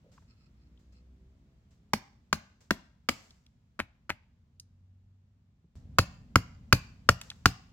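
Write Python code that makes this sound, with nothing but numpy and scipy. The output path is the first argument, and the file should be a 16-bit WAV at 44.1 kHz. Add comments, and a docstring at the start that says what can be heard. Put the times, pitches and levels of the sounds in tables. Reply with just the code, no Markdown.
"""A small axe hews a wooden spoon blank on a stump in a wood, over faint rumble and hiss.
First a scuff, ticks, blade scrapes and rustles; a far motor, rising in pitch, swells at 1 s.
From 1.9 s, four chops: the blank knocks, fibres tear, the blade stops with a click, the stump thuds
and the trees scatter a short tail. Two light taps follow; the motor swells again at 4.9 s.
From 6 s, five heavy chops heard from closer by; chips tick and leaves rustle before the last."""
import sys
import numpy as np
from scipy import signal
from scipy.fft import rfft, irfft, next_fast_len
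from scipy.io import wavfile
from scipy.ndimage import uniform_filter1d

SR = 44100
rng = np.random.default_rng(int(sys.argv[2]) if len(sys.argv) > 2 else 0)


def store_wav(level_fs):
    """Save 16-bit WAV to argv[1]."""
    pcm = np.round(np.clip(np.atleast_2d(level_fs), -1, 1) * 32767)
    wavfile.write(sys.argv[1], SR, pcm.T.astype(np.int16))


N = 340452
TIME_S = np.arange(N) / SR
AGE_S = np.arange(SR) / SR   # the second after an onset


def from_db(db):
    return 10 ** (np.asarray(db) / 20)


def rms_one(x):
    return x / np.sqrt(np.mean(x ** 2) + 1e-20)


def fade(t60_s):
    """Exponential decay from 1."""
    return np.exp(-np.log(1000) * AGE_S / t60_s)


def ring(hz, t60_s):
    """One struck mode."""
    return np.sin(2 * np.pi * hz * AGE_S) * fade(t60_s)


def swell(peak_s, width_s):
    """Smooth hump of height 1, about 4 dB down at width_s from the peak."""
    return 1 / np.cosh((TIME_S - peak_s) / width_s)


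def waver(rate_hz):
    """Slow random drift, RMS 1."""
    return rms_one(signal.sosfilt(signal.butter(2, rate_hz, fs=SR, output="sos"), rng.standard_normal(N)))


def grain(spread_db):
    """Log-normal gain per sample."""
    return from_db(spread_db * rng.standard_normal(SR))


def stereo_noise(size, side_db):
    """Mid/side white noise, RMS 1."""
    mid, side = rng.standard_normal((2, size))
    return rms_one(mid + from_db(side_db) * side * [[1], [-1]])


def coloured(x, spectrum):
    """Minimum-phase filter, mean power gain 1; spectrum: (frequency [Hz], level [dB])."""
    size = next_fast_len(x.shape[-1] + SR // 10, True)
    size += size % 2
    hz, db = np.transpose(spectrum)
    bins_hz = np.maximum(np.arange(size // 2 + 1) * SR / size, 1)
    skirts = np.minimum(bins_hz / hz[0], 1) ** 2 * np.minimum(hz[-1] / bins_hz, 1) ** 2
    gain = rms_one(from_db(np.interp(np.log(bins_hz), np.log(hz), db)) * skirts)
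    cepstrum = irfft(np.log(gain))
    cepstrum[1:size // 2] *= 2
    cepstrum[size // 2 + 1:] = 0
    return irfft(rfft(x, size) * np.exp(rfft(cepstrum)))[..., :x.shape[-1]]


def resonate(x, modes):
    """Parallel resonances, each applied twice for steep flanks."""
    out = 0
    for hz, width_hz, db in modes:
        b, a = signal.iirpeak(hz, hz / width_hz, fs=SR)
        out = out + from_db(db) * signal.lfilter(b, a, signal.lfilter(b, a, x + 1e-18))
    return out


def later(x, delay_s):
    return np.interp(AGE_S - delay_s, AGE_S, x, left=0)


def from_left(x, lead_s=0.00009):
    """Mono to stereo; a source slightly to the left arrives there first."""
    return np.stack([x, np.pad(x, (round(lead_s * SR), 0))[:len(x)]])


def add(out, start_s, sound):
    i = round(start_s * SR)
    out[:, i:i + SR] += sound[:, :max(N - i, 0)]


def bed_gain(far_db, far_fall_db_per_s, close_db, close_fall_db_per_s, closer_s=5.755):
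    """Two level ramps, with a step where the listener moves closer."""
    far_ramp_db = far_db - far_fall_db_per_s * TIME_S
    close_ramp_db = close_db - close_fall_db_per_s * (TIME_S - closer_s)
    return from_db(np.where(TIME_S < closer_s, far_ramp_db, close_ramp_db))


def background():
    """Far rumble and the faint hiss of the wood."""
    # spectra: (frequency [Hz], level [dB])
    rumble_colour = [(20, -25.5), (45, -2.5), (70, 1), (105, -2.5), (150, -5), (235, -8), (310, -24.5),
                     (450, -30.5), (700, -34.5), (1200, -50.5)]
    hiss_colour = [(400, -12.5), (750, -14.5), (1030, -14.5), (1400, -17), (3200, -21), (7500, -27),
                   (9000, -37.5), (16000, -37)]
    # ramps: (far level [dB], fall [dB/s], close level [dB], fall [dB/s])
    rumble_ramps = (-61, 1.02, -49.5, 4)
    hiss_ramps = (-77.3, 1.45, -76.5, -2)
    rumble = bed_gain(*rumble_ramps) * coloured(stereo_noise(N, side_db=-18.0), rumble_colour)
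    hiss = bed_gain(*hiss_ramps) * coloured(stereo_noise(N, side_db=0.5), hiss_colour)
    return rumble + hiss


def motor(start_hz=54.5, rise_hz_per_s=7.9, jitter_hz=1.0, flicker_db=3.0):
    """A far motor gathers speed; its drone swells twice and its overtones waver."""
    # overtones: (order, level [dB])
    orders = [(3, -4), (4, -1), (5, -4.5), (6, -5.5), (7, -18), (8, -12.5), (9, -19), (10, -16), (11, -23)]
    # swells: (peak time [s], drone gain [dB], overtone gain [dB])
    swells = [(1.0, -54.5, -72), (4.919, -55, -94)]
    hz = start_hz + rise_hz_per_s * TIME_S + jitter_hz * waver(20.0)
    phase = 2 * np.pi * np.cumsum(hz) / SR
    drone = from_db(0.75 * waver(9.9)) * np.sin(phase)
    overtones = sum(from_db(db + flicker_db * waver(4.0)) * np.sin(k * phase) for k, db in orders)
    out = np.zeros(N)
    for peak_s, drone_db, overtone_db in swells:
        out += from_db(drone_db) * swell(peak_s, width_s=0.25) * drone
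        out += from_db(overtone_db) * swell(peak_s, width_s=0.62) * overtones
    return out


def forest(near_t60_s=0.125, far_t60_s=0.48, near_db=8.0, far_db=-6.0, build_s=0.003, mono_below_hz=450):
    """Impulse response: ground and brush answer at once, the trunks for longer."""
    # scatter spectra: (frequency [Hz], level [dB])
    near_colour = [(60, -9), (200, 5), (450, -3.5), (800, -1), (1300, -9.5), (2500, -3), (5000, -1),
                   (8000, 3), (12000, 8.5), (16000, -3)]
    far_colour = [(60, -1), (200, 0), (450, -11), (750, 3.5), (1300, -2.5), (2500, 0), (4500, -0.5),
                  (7600, -1.5), (9000, -8.5), (16000, -10.5)]
    scatter = rng.standard_normal((2, 2, SR))   # near/far, left/right, time
    scatter *= from_db(rms_one(uniform_filter1d(rng.standard_normal(SR), size=120)))   # 1 dB lumps
    bass = signal.sosfilt(signal.butter(2, mono_below_hz, fs=SR, output="sos"), scatter[:, :1])
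    treble = signal.sosfilt(signal.butter(2, mono_below_hz, "high", fs=SR, output="sos"), scatter)
    near, far = treble - bass
    near = from_db(near_db) * rms_one(coloured(near * fade(near_t60_s), near_colour))
    far = from_db(far_db) * rms_one(coloured(far * fade(far_t60_s), far_colour))
    return (near + far) * (1 - np.exp(-(AGE_S / build_s) ** 2)) / np.sqrt(SR)


def echo(sound, response, wet_db):
    """Reverberant tail only."""
    return from_db(wet_db) * signal.fftconvolve(sound, response, axes=1)[:, :SR]


def rustles(attack_s=0.0024):
    """Leaves, shavings and clothes: grainy swishes that die away."""
    # swishes: (time [s], level [dB], t60 [s])
    swishes = [(.115, -67, .6), (.79, -75, 0.43), (.921, -74, 0.31), (1.706, -71, 0.31),
               (2.605, -63.5, 0.32), (3.104, -52, 0.68), (5.755, -66, 0.28), (7.211, -57.5, 0.73)]
    # spectrum: (frequency [Hz], level [dB])
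    colour = [(300, 4.5), (1300, -0.5), (3000, -4.5), (5000, -1), (7500, -1.5), (9000, -16), (16000, -20)]
    out = np.zeros((2, N))
    for start_s, db, t60_s in swishes:
        grains = rms_one(stereo_noise(SR, side_db=-1.0) * grain(spread_db=4.0))
        envelope = fade(t60_s) * (1 - np.exp(-AGE_S / attack_s))
        add(out, start_s, from_db(db) * coloured(grains * envelope, colour))
    return out


def scrapes():
    """The blade slides on the blank: fine slips excite narrow resonances."""
    # slides: (time [s], length [s], level [dB])
    slides = [(0.272, 0.081, -69.5), (0.338, .17, -73), (0.569, 0.13, -78.5), (0.912, 0.11, -73)]
    # resonances: (frequency [Hz], width [Hz], level [dB])
    modes = [(1307, 86, 0.5), (2130, 180, -9), (2620, 280, -5), (4310, 360, -3), (5080, 450, -5.5),
             (7450, 450, -14)]
    out = np.zeros((2, N))
    for start_s, length_s, db in slides:
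        slips = stereo_noise(SR, side_db=4.0) * grain(spread_db=11.5)
        envelope = np.sin(np.pi * np.minimum(AGE_S / length_s, 1))
        add(out, start_s, from_db(db) * rms_one(resonate(slips, modes)) * envelope)
    return out


def contact(db, hz, t60_s, skirt_db_per_oct):
    """A dying crackle centred on one pitch."""
    colour = [(hz / 4, -2 * skirt_db_per_oct), (hz, 0), (hz * 4, -2 * skirt_db_per_oct)]
    return from_left(from_db(db) * coloured(rng.choice([-1, 1], SR) * fade(t60_s), colour))


def ticks_and_scuff(t60_at_1khz_s=0.026):
    """Chips and twigs tick, smaller ones higher and shorter; the blank scuffs as it is swung down."""
    # ticks: (time [s], level [dB], centre [Hz], skirt fall [dB/oct])
    ticks = [(.179, -52.5, 1100, 16.5), (.223, -60, 940, 11.5), (.775, -59.5, 3400, 37),
             (3.307, -49, 4300, 21), (3.464, -54, 3450, 17), (4.5982, -35, 5400, 22),
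             (5.643, -49.5, 181.8, 21), (7.2139, -33, 3260, 8), (7.3018, -30.5, 3650, 17.5),
             (7.315, -43.5, 1524, 11.5)]
    # scuff: (time [s], level [dB], centre [Hz], t60 [s], skirt fall [dB/oct])
    scuff = (0.04, -64, 507.5, 0.37, 33)
    out, response = np.zeros((2, N)), forest()
    for start_s, db, hz, skirt_db_per_oct in ticks:
        t60_s = t60_at_1khz_s * (1000 / hz) ** 0.32
        tick = contact(db, hz, t60_s, skirt_db_per_oct)
        add(out, start_s, tick + echo(tick, response, wet_db=-24.5))
    add(out, scuff[0], contact(*scuff[1:]))
    return out


def stump(cut_s, lag_s=0.0045, give_s=0.0041):
    """The stump takes the load and rocks on soft ground."""
    # modes: (frequency [Hz], level [dB], t60 [s])
    modes = [(46, -15, 0.17), (87.5, -3, 0.1), (119, -12, 0.16), (177, -15, 0.14), (252, -9.5, 0.02),
             (290, -16.5, .08)]
    rocking = sum(from_db(db) * ring(hz, t60_s) for hz, db, t60_s in modes)
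    return later(rocking * (1 - np.exp(-AGE_S / give_s)), cut_s + lag_s)


def shove(hz, cut_s, landing_cycles=0.35, sharpness=6.6, rebound_db=-10.5):
    """The blank is driven down: pressure builds, dips as it bottoms out, then rebounds."""
    cycles = (AGE_S - cut_s) * hz - landing_cycles
    flow = cycles * np.exp(-sharpness * np.abs(cycles)) * (1 - np.exp(-2 * np.pi * hz * AGE_S))
    rebound = later(ring(hz, t60_s=0.035), cut_s + (landing_cycles + 1 / 4) / hz)
    return from_db(rebound_db) * rebound - np.gradient(flow) * SR / hz


def axe_head(cut_s, gain_db=-13.0, rub_t60_s=0.093):
    """The blade's cheeks rub in the kerf; the head zings briefly."""
    # head resonances, damped by the wood: (frequency [Hz], width [Hz], level [dB])
    modes = [(2600, 340, -7.5), (3400, 140, -11.5), (4250, 360, 1.5), (4700, 660, -2.5), (5640, 360, -12.5),
             (7200, 260, -9), (10860, 560, -14.5)]
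    rub = np.where(AGE_S < cut_s, 0.5 + 0.5 * AGE_S / cut_s, later(fade(rub_t60_s), cut_s))
    return from_db(gain_db) * resonate(rub * rng.standard_normal(SR), modes)


def blade_stop(cut_s, chatter_db=-23.0, chatter_t60_s=0.06):
    """The blade is caught with a click; the blank chatters on the stump."""
    # spectrum: (frequency [Hz], level [dB])
    colour = [(150, -5), (290, -4), (420, -7), (600, -1), (800, -0.5), (1400, 1), (2300, 4), (3500, -9),
              (7000, -24.5), (16000, -29)]
    click = coloured(1. * (AGE_S == 0), colour)
    chatter = from_db(chatter_db) * coloured(rng.standard_normal(SR) * fade(chatter_t60_s), colour)
    return later(click / np.abs(click).max() + chatter, cut_s)


def tearing(cut_s, tilt_db_per_oct, release_s=0.0011, diffuse_db=-1.5):
    """Fibres snap while the blade runs in and fall silent once it stops."""
    # spectrum: (frequency [Hz], level [dB])
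    colour = [(200, -2), (300, -1), (420, -7.5), (570, 1.5), (780, -7), (1050, -1), (1450, 1), (2000, -2),
              (2750, -2), (3800, -10.5), (4600, -3.5), (7600, -12.5), (9200, -24.5), (16000, -19.5)]
    tilted = [(hz, db + tilt_db_per_oct * np.log2(hz)) for hz, db in colour]
    envelope = np.exp(-np.maximum(AGE_S - cut_s, 0) / release_s)
    snaps = rms_one(rng.choice([-1, 1], SR) * grain(spread_db=4.5))
    diffuse = from_db(diffuse_db) * rng.standard_normal((2, SR))
    return coloured(envelope * (from_left(snaps) + diffuse), tilted)


def knock(pitch_hz, cut_s, bite_s=0.00065, pinch_s=0.0056):
    """The edge bites; the blank rings until the wedged blade damps it."""
    # bending modes: (ratio to pitch, level [dB], t60 [s])
    modes = [(0.199, -17, .04), (0.421, -25, 0.026), (0.901, -10.5, 0.036), (1.001, 1.5, 0.02),
             (1.13, -8.5, .03), (1.62, -20, .02), (2.049, -17, 0.016)]
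    blank = sum(from_db(db) * ring(pitch_hz * ratio, t60_s) for ratio, db, t60_s in modes)
    return blank * (1 - np.exp(-AGE_S / bite_s)) * np.exp(-np.maximum(AGE_S - cut_s, 0) / pinch_s)


def chops(knock_send_db=-6.5):
    """Axe blows: force scales all parts, the stroke sets their balance."""
    # blows: (time [s], stroke, force [dB], cut length [s], blank pitch [Hz],
    #         knock gain [dB], axe head gain [dB], shove gain [dB])
    blows = [(1.9341, "chop", -22.5, 0.0038, 1003, 8, 9, 8.5),
             (2.328, "chop", -22.5, 0.0036, 1171, 9.5, 10.5, 3.5),
             (2.707, "chop", -23.5, 0.0038, 1565, 11.5, 7.5, 10.5),
             (3.088, "chop", -22.5, 0.006, 1480, 0.5, 9, -2.5),
             (3.7918, "tap", -34.5, .01, 1420, 8, 7, 4.5),
             (4.0939, "tap", -34.5, 0.0095, 1440, 11.5, 8, 0.5),
             (5.9852, "heavy", -17.5, 0.0053, 1248, 12, 18.5, 8.5),
             (6.3573, "heavy", -17.5, .003, 1335, 15.5, 3.3, 10.5),
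             (6.7257, "heavy", -14.5, 0.005, 1398, 11.5, 12.8, 7.5),
             (7.0896, "heavy", -15.5, 0.0041, 1367, 16, 1, 2.5),
             (7.4569, "heavy", -14.5, 0.0036, 1417, 12.5, 11.5, 5.5)]
    # per stroke: (tearing tilt [dB/oct], stop gain [dB], shove [Hz], stump gain [dB],
    #              tail gain [dB], left over right [dB])
    strokes = {"chop": (0.03, 3.5, 214.5, -7.5, -17, 0.9), "tap": (-3, 22.5, 225, 1, -23, 2.5),
               "heavy": (.5, 2.5, 107, 0, -19.3, 0.65)}
    out = np.zeros((2, N))
    for start_s, stroke, force_db, cut_s, pitch_hz, knock_db, steel_db, shove_db in blows:
        tilt_db_per_oct, stop_db, shove_hz, stump_db, tail_db, pan_db = strokes[stroke]
        wood = from_left(from_db(knock_db) * knock(pitch_hz, cut_s))
        steel = from_db(steel_db) * axe_head(cut_s)
        thud = from_db(shove_db) * shove(shove_hz, cut_s) + from_db(stump_db) * stump(cut_s)
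        click = from_db(stop_db) * blade_stop(cut_s)
        rest = from_left(steel + thud + click) + tearing(cut_s, tilt_db_per_oct)
        direct = (wood + rest) * from_db([[pan_db / 2], [-pan_db / 2]])
        # the flat blank beams its knock forward, so less reaches the trees
        tail = echo(rest + from_db(knock_send_db) * wood, forest(), tail_db)
        add(out, start_s, from_db(force_db) * (direct + tail))
    return out


def scene():
    """The work at the stump and the wood around it."""
    return chops() + ticks_and_scuff() + scrapes() + rustles() + motor() + background()


def record(dry):
    """Soft clip at full scale, then a steep 16 kHz low-pass."""
    rounded = dry / (1 + dry ** 6) ** (1 / 6)
    return signal.sosfilt(signal.ellip(10, 0.1, 80, 16000, fs=SR, output="sos"), rounded)


dry = scene()
out = record(dry)
store_wav(out)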